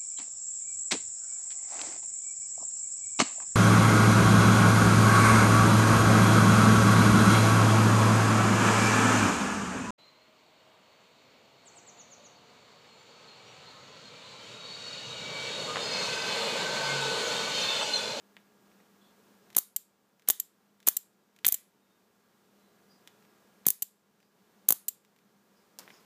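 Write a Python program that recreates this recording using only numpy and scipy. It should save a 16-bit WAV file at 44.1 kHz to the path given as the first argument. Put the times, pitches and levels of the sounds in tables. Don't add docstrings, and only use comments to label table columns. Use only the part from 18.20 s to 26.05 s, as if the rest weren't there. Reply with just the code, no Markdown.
import sys
import numpy as np
from scipy import signal
from scipy.fft import rfft, irfft
from scipy.io import wavfile
from scipy.ndimage import uniform_filter1d, minimum_filter1d

SR = 44100
rng = np.random.default_rng(int(sys.argv[2]) if len(sys.argv) > 2 else 0)


def to_wav(sig):
    pcm = np.clip(np.atleast_2d(sig), -1, 1) * 32767
    pcm = np.round(pcm).astype(np.int16)
    wavfile.write(sys.argv[1], SR, pcm.T)


N = 346185
TIME = np.arange(N) / SR
BUMP_S = 7.5879


def from_db(db):
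    return 10 ** (np.asarray(db) / 20)


def unit_energy(x):
    return x / np.sqrt(np.sum(x ** 2) + 1e-20)


def at_hz(rows, hz, axis=1):
    rows = np.array(rows)
    return np.interp(np.log(np.maximum(hz, 1)), np.log(rows[:, 0]), rows[:, axis])


def level_curve(rows):
    return from_db(np.interp(TIME, *np.transpose(rows)))


def add(out, s, sound):
    start = int(np.clip(round(s * SR), 0, N - 1))
    out[start:start + len(sound)] += sound[:N - start]


def colour(x, spectrum, size=4096):
    log_gain = np.log(from_db(at_hz(spectrum, np.fft.rfftfreq(size, 1 / SR))))
    cepstrum = irfft(log_gain)
    cepstrum[1:size // 2] *= 2
    cepstrum[size // 2 + 1:] = 0
    impulse_response = unit_energy(irfft(np.exp(rfft(cepstrum))))
    return signal.oaconvolve(x, impulse_response)[:N]


def resonance(x, hz, width_hz):
    edges_hz = [max(hz - width_hz / 2, 180), hz + width_hz / 2]
    band = signal.butter(2, edges_hz, "band", fs=SR, output="sos")
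    impulse_response = unit_energy(signal.sosfilt(band, np.eye(1, 2048)[0]))
    return signal.oaconvolve(x, impulse_response)[:N]


def drift(rate_hz):
    return np.interp(TIME * rate_hz, np.arange(4096), rng.standard_normal(4096))


def burst(length_ms, decay_ms, grain_db, size=1024):
    ms = np.arange(size) / SR * 1000
    fade = np.exp(-np.maximum(ms - length_ms, 0) / decay_ms)
    grain = np.interp(ms * 2, np.arange(size), rng.standard_normal(size))
    pulses = rng.standard_normal(size) * from_db(grain_db * grain) * fade
    for _ in range(3):
        flat = irfft(np.exp(1j * np.angle(rfft(pulses))))
        pulses = flat * np.minimum(2 * fade, 1)
    return unit_energy(pulses)


def sparks(leader_s=0.0021, leader_db=-15, afterglow_db=-13, channel_db=0.63, push_db=3.0, suck_db=-3.0):
    # (f/Hz, relative density/dB)
    sizzle, crack, rasp = [(300, -57), (6000, -32.5), (9000, -14), (10500, -5), (12300, -1), (14800, -1),
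                           (17000, -9)], [(300, -45.5), (4200, -24.5), (5300, -15.5), (6400, -1.5),
                                           (7500, -0.5), (8900, -4), (11000, -21.5), (17000, -34.5)], [(300, -27), (1500, -8.5), (2100, -5), (2600, -4),
                                                          (3200, -2), (4000, -0.5), (5000, -2.5),
                                                          (7000, -17.5), (17000, -35)]
    puff, thump = [(50, -33), (150, -8), (300, -1.5), (1000, 1.5), (1550, -3), (2050, -10.5), (2600, -12),
                   (3200, -7), (5000, -13), (16000, -30)], [(25, -22.5), (70, -19.5), (125, -1), (180, 2.5), (310, -2), (520, -12.5),
                                 (2000, -48.5)]
    fizz = np.zeros((3, N))
    puffs, thumps = np.zeros((2, N))
    for s, length_ms, *colours_db, puff_db, thump_db in discharges():
        for band, db in zip(fizz, colours_db):
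            leader = burst(.8, decay_ms=.6, grain_db=2.5)
            channel = burst(length_ms, decay_ms=0.99, grain_db=2.5)
            afterglow = burst(3.4, decay_ms=4.5, grain_db=1.5)
            add(band, s - leader_s, from_db(db + leader_db) * leader)
            add(band, s, from_db(db + channel_db) * channel)
            add(band, s + length_ms / 1000, from_db(db + afterglow_db) * afterglow)
        add(puffs, s, from_db([puff_db + push_db]))
        add(thumps, s + .0004, -from_db([thump_db + suck_db]))
    snaps = sum(colour(band, spectrum) for band, spectrum in zip(fizz, (sizzle, crack, rasp)))
    return snaps + colour(puffs, puff) + colour(thumps, thump)


def discharges():
    # (t/s, period/ms, cracks, relative sizzle of the first/dB,
    # hardest air push/cracks after the first, relative puff there/dB, relative thump there/dB)
    volleys = [(1.3664, 19.1, 2, 16.5, 0.029, -3, -9), (2.087, 18.7, 2, 16.2, 0.0096, -8, -12.5),
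               (2.6855, 19, 1, 19.5, 0, -8.5, -18), (3.2659, 19.7, 2, 17.5, 0, -8.5, -10),
               (3.3234, 19, 1, 12.5, 0.033, -16.5, -32.5), (5.4665, 18.6, 3, 17, 0, -5.5, 1),
               (6.4878, 17.9, 3, 19, 1.16, -1.5, -3.5)]
    # (t/s, length/ms, relative energy/dB, dullness 0-1)
    misfires = [(1.3798, 1.2, -7, .95), (1.3815, 2.1, 0, 0.1), (2.1009, .68, 7.5, 0.7),
                (2.671, 1.8, 1.5, 0), (2.6758, 2.5, 3, 0.99), (3.2522, 1.5, -3.5, .4),
                (3.2806, 1.6, -1.5, 0), (5.4804, 2, -3, .02), (6.4957, 1.6, -6, .4)]
    crack_db, rasp_db = -10, -23
    sizzle_loss_db = 2.66
    puff_loss_db, thump_loss_db = 8.5, 12.5
    crack_ms, crack_shrink = 1.4, .82
    thin_mix_db = np.array((11.5, 0, -13, -27, -31))
    dull_mix_db = np.array((-1.5, 2, -3.5, -5.5, -20.5))

    for start_s, period_ms, cracks, db, heaviest, puff_db, thump_db in volleys:
        for k in range(round(cracks)):
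            steps = abs(k - heaviest)
            sizzle_db = db - sizzle_loss_db * k
            yield (start_s + k * period_ms / 1000, crack_ms * crack_shrink ** k,
                   sizzle_db, sizzle_db + crack_db, sizzle_db + rasp_db,
                   puff_db - puff_loss_db * steps, thump_db - thump_loss_db * steps)
    for s, length_ms, db, dull in misfires:
        mix_db = db + (1 - dull) * thin_mix_db + dull * dull_mix_db
        yield (s, length_ms, *mix_db)


def sputters(bounce_ms=1.15, fall_db_per_ms=3.5, floor_lag_s=0.001, floor_echo=0.36, count=11):
    # (t/s, relative energy/dB, length before the fall/ms)
    openings = [(1.5622, 10, 3.1), (2.1985, 8.5, 2.9), (2.7674, 10.5, 1.57), (3.3415, 8.5, 4.0),
                (5.6211, 9.5, 5.8), (6.6816, 9.5, 5.3)]
    # (f/Hz, t60/s, level re sputter/dB)
    contact_modes = [(7560, .28, -70.5), (8200, .28, -76), (12560, 0.085, -60)]
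    # (f/Hz, relative density/dB)
    spit_spectrum = [(70, -52), (350, -37), (1200, -31.5), (2300, -23), (3100, -18), (5300, -18),
                     (6500, -11.5), (7300, -0.5), (8200, -4.5), (9400, -12.5), (11000, -8), (12700, 1),
                     (14800, -5.5), (17000, -14)]
    spits, splash, rings = np.zeros((3, N))
    t = TIME[:SR // 2]
    for s, db, length_ms in openings:
        ms = bounce_ms * (np.arange(count) + rng.uniform(0, .7, count))
        first_weak_db = -5 * (np.arange(count) == 0)
        fall_db = fall_db_per_ms * np.maximum(ms - length_ms, 0)
        sizes = unit_energy(from_db(first_weak_db + rng.normal(0, 2.9, count) - fall_db))
        for delay_ms, size in zip(ms, sizes):
            spit = burst(0.14, decay_ms=0.275, grain_db=1)
            add(spits, s + delay_ms / 1000, from_db(db) * size * spit)
        add(splash, s, from_db(db) * burst(length_ms, decay_ms=1.5, grain_db=2.5))
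        for hz, t60_s, mode_db in contact_modes:
            decay = from_db(db + mode_db + rng.normal(0, 1.8) - 60 * t / t60_s)
            add(rings, s, decay * np.sin(2 * np.pi * hz * t))
    reflected = np.interp(TIME - floor_lag_s, TIME, spits)
    near = colour(spits + floor_echo * reflected, spit_spectrum) + rings
    return near, colour(splash, spit_spectrum)


def switch(knock_lead_s=0.00019):
    # (f/Hz, width/Hz)
    housing = [(800, 1150), (2130, 1150), (3450, 1100)]
    # (f/Hz, relative density/dB)
    tick = [(300, -22.5), (2000, -13.5), (4000, -3), (5400, 1.5), (7500, 0), (9500, -4.5), (12500, -4),
            (16000, -6)]
    blows = np.zeros((4, N))
    for s, levels_db, length_ms in touches():
        for blow, db in zip(blows, levels_db):
            knock = burst(length_ms, decay_ms=0.64, grain_db=3.5)
            rattle = burst(length_ms, decay_ms=5.6, grain_db=5.5)
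            add(blow, s - knock_lead_s, from_db(db) * knock)
            add(blow, s + .002, from_db(db - 6) * rattle)
    body = sum(resonance(blow, hz, width_hz) for blow, (hz, width_hz) in zip(blows, housing))
    return body + colour(blows[3], tick)


def touches():
    # (t/s, relative energy/dB, brightness/dB, length/ms)
    knocks = [(0.1668, -30.5, -11, .4), (0.5166, -48, -15.5, .4), (0.6023, -49, -19, .4),
              (1.3483, -27.5, 4, 4), (2.0755, -19.5, 0, 7.7), (2.666, -25, 1.5, 2.1), (3.2469, 2, 1, .66),
              (4.8748, -31, 1.5, .4), (5.454, -29.5, -2, 4.2), (6.484, -19.5, 2, 2.2),
              (6.849, -37.5, 0, .4)]
    # (t/s, relative energy/dB, brightness/dB)
    double_clicks = [(1.303, -39, 0), (1.996, -38.5, -0.5), (2.603, -35.5, 0.5), (3.1632, -33.5, -0.5),
                     (5.025, -46.5, -5.5), (6.003, -41.5, -2.5), (6.963, -40, -2.5), (7.678, -28.5, -13)]
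    second_click_s, second_click_loss_db, click_ms = .0255, 1, .4
    bump_ms, bump_mix_db = .95, (-25.5, -47.5, -43, -13.5)
    light_knock_db, knock_mix_db = -32, (-14, 0, -2, 0)
    tilt = np.array((-1, -.3, 0.45, 1.1))
    force_shares = np.array((-.06, 0.013, 0.15, -.1))
    stutter_s, stutter_growth, stutter_loss_db, stutter_dulling_db = 0.0063, 1.3, 5, 2

    def mix(db, bright_db):
        return db + bright_db * tilt + (db - light_knock_db) * force_shares + knock_mix_db

    for s, db, bright_db, length_ms in knocks:
        yield s, mix(db, bright_db), length_ms
    for s, db, bright_db in double_clicks:
        yield s, mix(db, bright_db), click_ms
        yield s + second_click_s, mix(db - second_click_loss_db, bright_db), click_ms
    for k in range(3):
        delay_s = k * stutter_s * stutter_growth ** (k - 1)
        loss_db = k * (stutter_loss_db + stutter_dulling_db * tilt)
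        yield BUMP_S + delay_s, bump_mix_db - loss_db, bump_ms


def handling():
    # (f/Hz, relative density/dB)
    rustling = [(40, -33), (160, -2.5), (500, -1.5), (1200, -1.5), (2500, -7.5), (5500, -11), (9500, -17),
                (15000, -14)]
    attack_s, scuff_db, scuff_fall_db_per_s = 0.0082, -52, 600
    rub_db, rub_hold_s, rub_fall_db_per_s = -58, 0.13, 61
    t = np.maximum(TIME - BUMP_S, 0)
    scuff = from_db(scuff_db - scuff_fall_db_per_s * np.maximum(t - attack_s, 0))
    rub = from_db(rub_db - rub_fall_db_per_s * np.maximum(t - rub_hold_s, 0))
    envelope = np.minimum(t / attack_s, 1) ** 2 * (scuff + rub)
    return envelope * colour(rng.standard_normal(N), rustling) * from_db(1.3 * drift(120))


def bird(flutter_db=5.0):
    # (t/s, length/s, nominal f/Hz, relative level/dB, rasp 0-1)
    notes = [(0.806, 0.097, 3420, -76.5, 0.78), (3.543, .22, 3700, -79.5, .2),
             (4.364, 0.16, 3985, -79.5, 0.21), (4.687, 0.044, 4900, -68, 0.59),
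             (5.99, 0.042, 4920, -70.5, 0.68), (7.352, 0.043, 5000, -71.5, 0.7),
             (7.705, 0.053, 5420, -66, 0.8)]
    note_sag, note_waver = 0.02, 0.075
    upper_voice_ratio, upper_voice_db = 1.21, -0.5
    out = np.zeros(N)
    for s, length_s, pitch_hz, db, rasp in notes:
        u = np.linspace(0, 1, int(length_s * SR))
        envelope = np.sqrt(2 * np.abs(np.sin(np.pi * u)))
        for ratio, size in ((1, 1), (upper_voice_ratio, rasp ** 2 * from_db(upper_voice_db))):
            sag = 1 + note_sag * (.5 - u)
            waver = 1 + note_waver * rasp * drift(550)[:len(u)]
            phase = 2 * np.pi * np.cumsum(ratio * pitch_hz * sag * waver) / SR
            add(out, s, size * from_db(db) * envelope * np.sin(phase))
    return out * from_db(flutter_db * drift(99))


def background(waver_hz=2.2):
    # (t/s, mean level before gain control/dB)
    air_levels = [(0, -66.5), (.8, -63.5), (3.6, -62.5), (5.4, -65), (6.4, -62), (7.85, -61.5)]
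    # (f/Hz, relative density/dB)
    air_spectrum = [(25, -39.5), (50, -30.5), (110, -15.5), (160, -10), (200, 0), (260, -10), (420, -7.5),
                    (600, -13), (1200, -15.5), (2100, -22), (4200, -25), (7500, -27), (10000, -31.5),
                    (13500, -28)]
    # (centre f/Hz, rms before gain control/dB)
    hum_lines = [(199.3, -73), (420, -79), (936.7, -88), (1174, -84), (1405, -84), (1642, -82)]
    air = level_curve(air_levels) * colour(rng.standard_normal(N), air_spectrum) * from_db(.5 * drift(10))
    hum = 0
    for hz, db in hum_lines:
        phase = 2 * np.pi * np.cumsum(hz + waver_hz * drift(8)) / SR
        hum = hum + np.sqrt(2) * from_db(db) * np.sin(phase)
    return air + hum


def workshop(x, first_echo_s=0.0014, count=14):
    # (f/Hz, t60/s, in-band energy re send/dB)
    room_bands = [(149.6, .2, -27), (706, 0.24, -23), (2000, 0.38, -15.5), (3280, .3, -16.5),
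                  (4570, 0.27, -12.5), (7494, 0.24, -23), (10100, .3, -20), (12000, .22, -17),
                  (15524, .12, -19.5)]
    t, response = TIME[:SR * 3 // 4], 0
    edges_hz = np.geomspace(80, 17000, count + 1)
    for low, high in zip(edges_hz, edges_hz[1:]):
        hz = np.sqrt(low * high)
        decay = from_db(-60 * t / at_hz(room_bands, hz))
        tail = unit_energy(rng.standard_normal(len(t)) * decay * (t > first_echo_s))
        band = signal.butter(2, [low, high], "band", fs=SR, output="sos")
        response = response + from_db(at_hz(room_bands, hz, axis=2)) * signal.sosfilt(band, tail)
    return signal.oaconvolve(x, response)[:N]


def scene():
    arcs, clicks, whistles = sparks(), switch(), bird()
    contact, splash = sputters()
    send = arcs + from_db(3.0) * clicks + from_db(-0.5) * splash + from_db(14.5) * whistles
    direct = arcs + clicks + contact + from_db(-7.0) * whistles + handling()
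    return (direct + workshop(send) + background())[None]


def gain_control(x, threshold_db=-17, depth_db=9.0, release_db_per_s=6.0, size=221):
    peak_db = -minimum_filter1d(-20 * np.log10(np.abs(x) + 1e-9), size)
    over_db = np.clip(peak_db - threshold_db, 0, depth_db)
    release_db = release_db_per_s * TIME
    held_db = np.maximum.accumulate(over_db + release_db, axis=-1) - release_db
    return x * from_db(-uniform_filter1d(held_db, size // 2))


def record(dry):
    cutoff_hz = 15250
    limited = np.clip(gain_control(dry), -1, 1)
    return signal.sosfilt(signal.ellip(10, .3, 70, cutoff_hz, fs=SR, output="sos"), limited)


dry = scene()
out = record(dry)
to_wav(out)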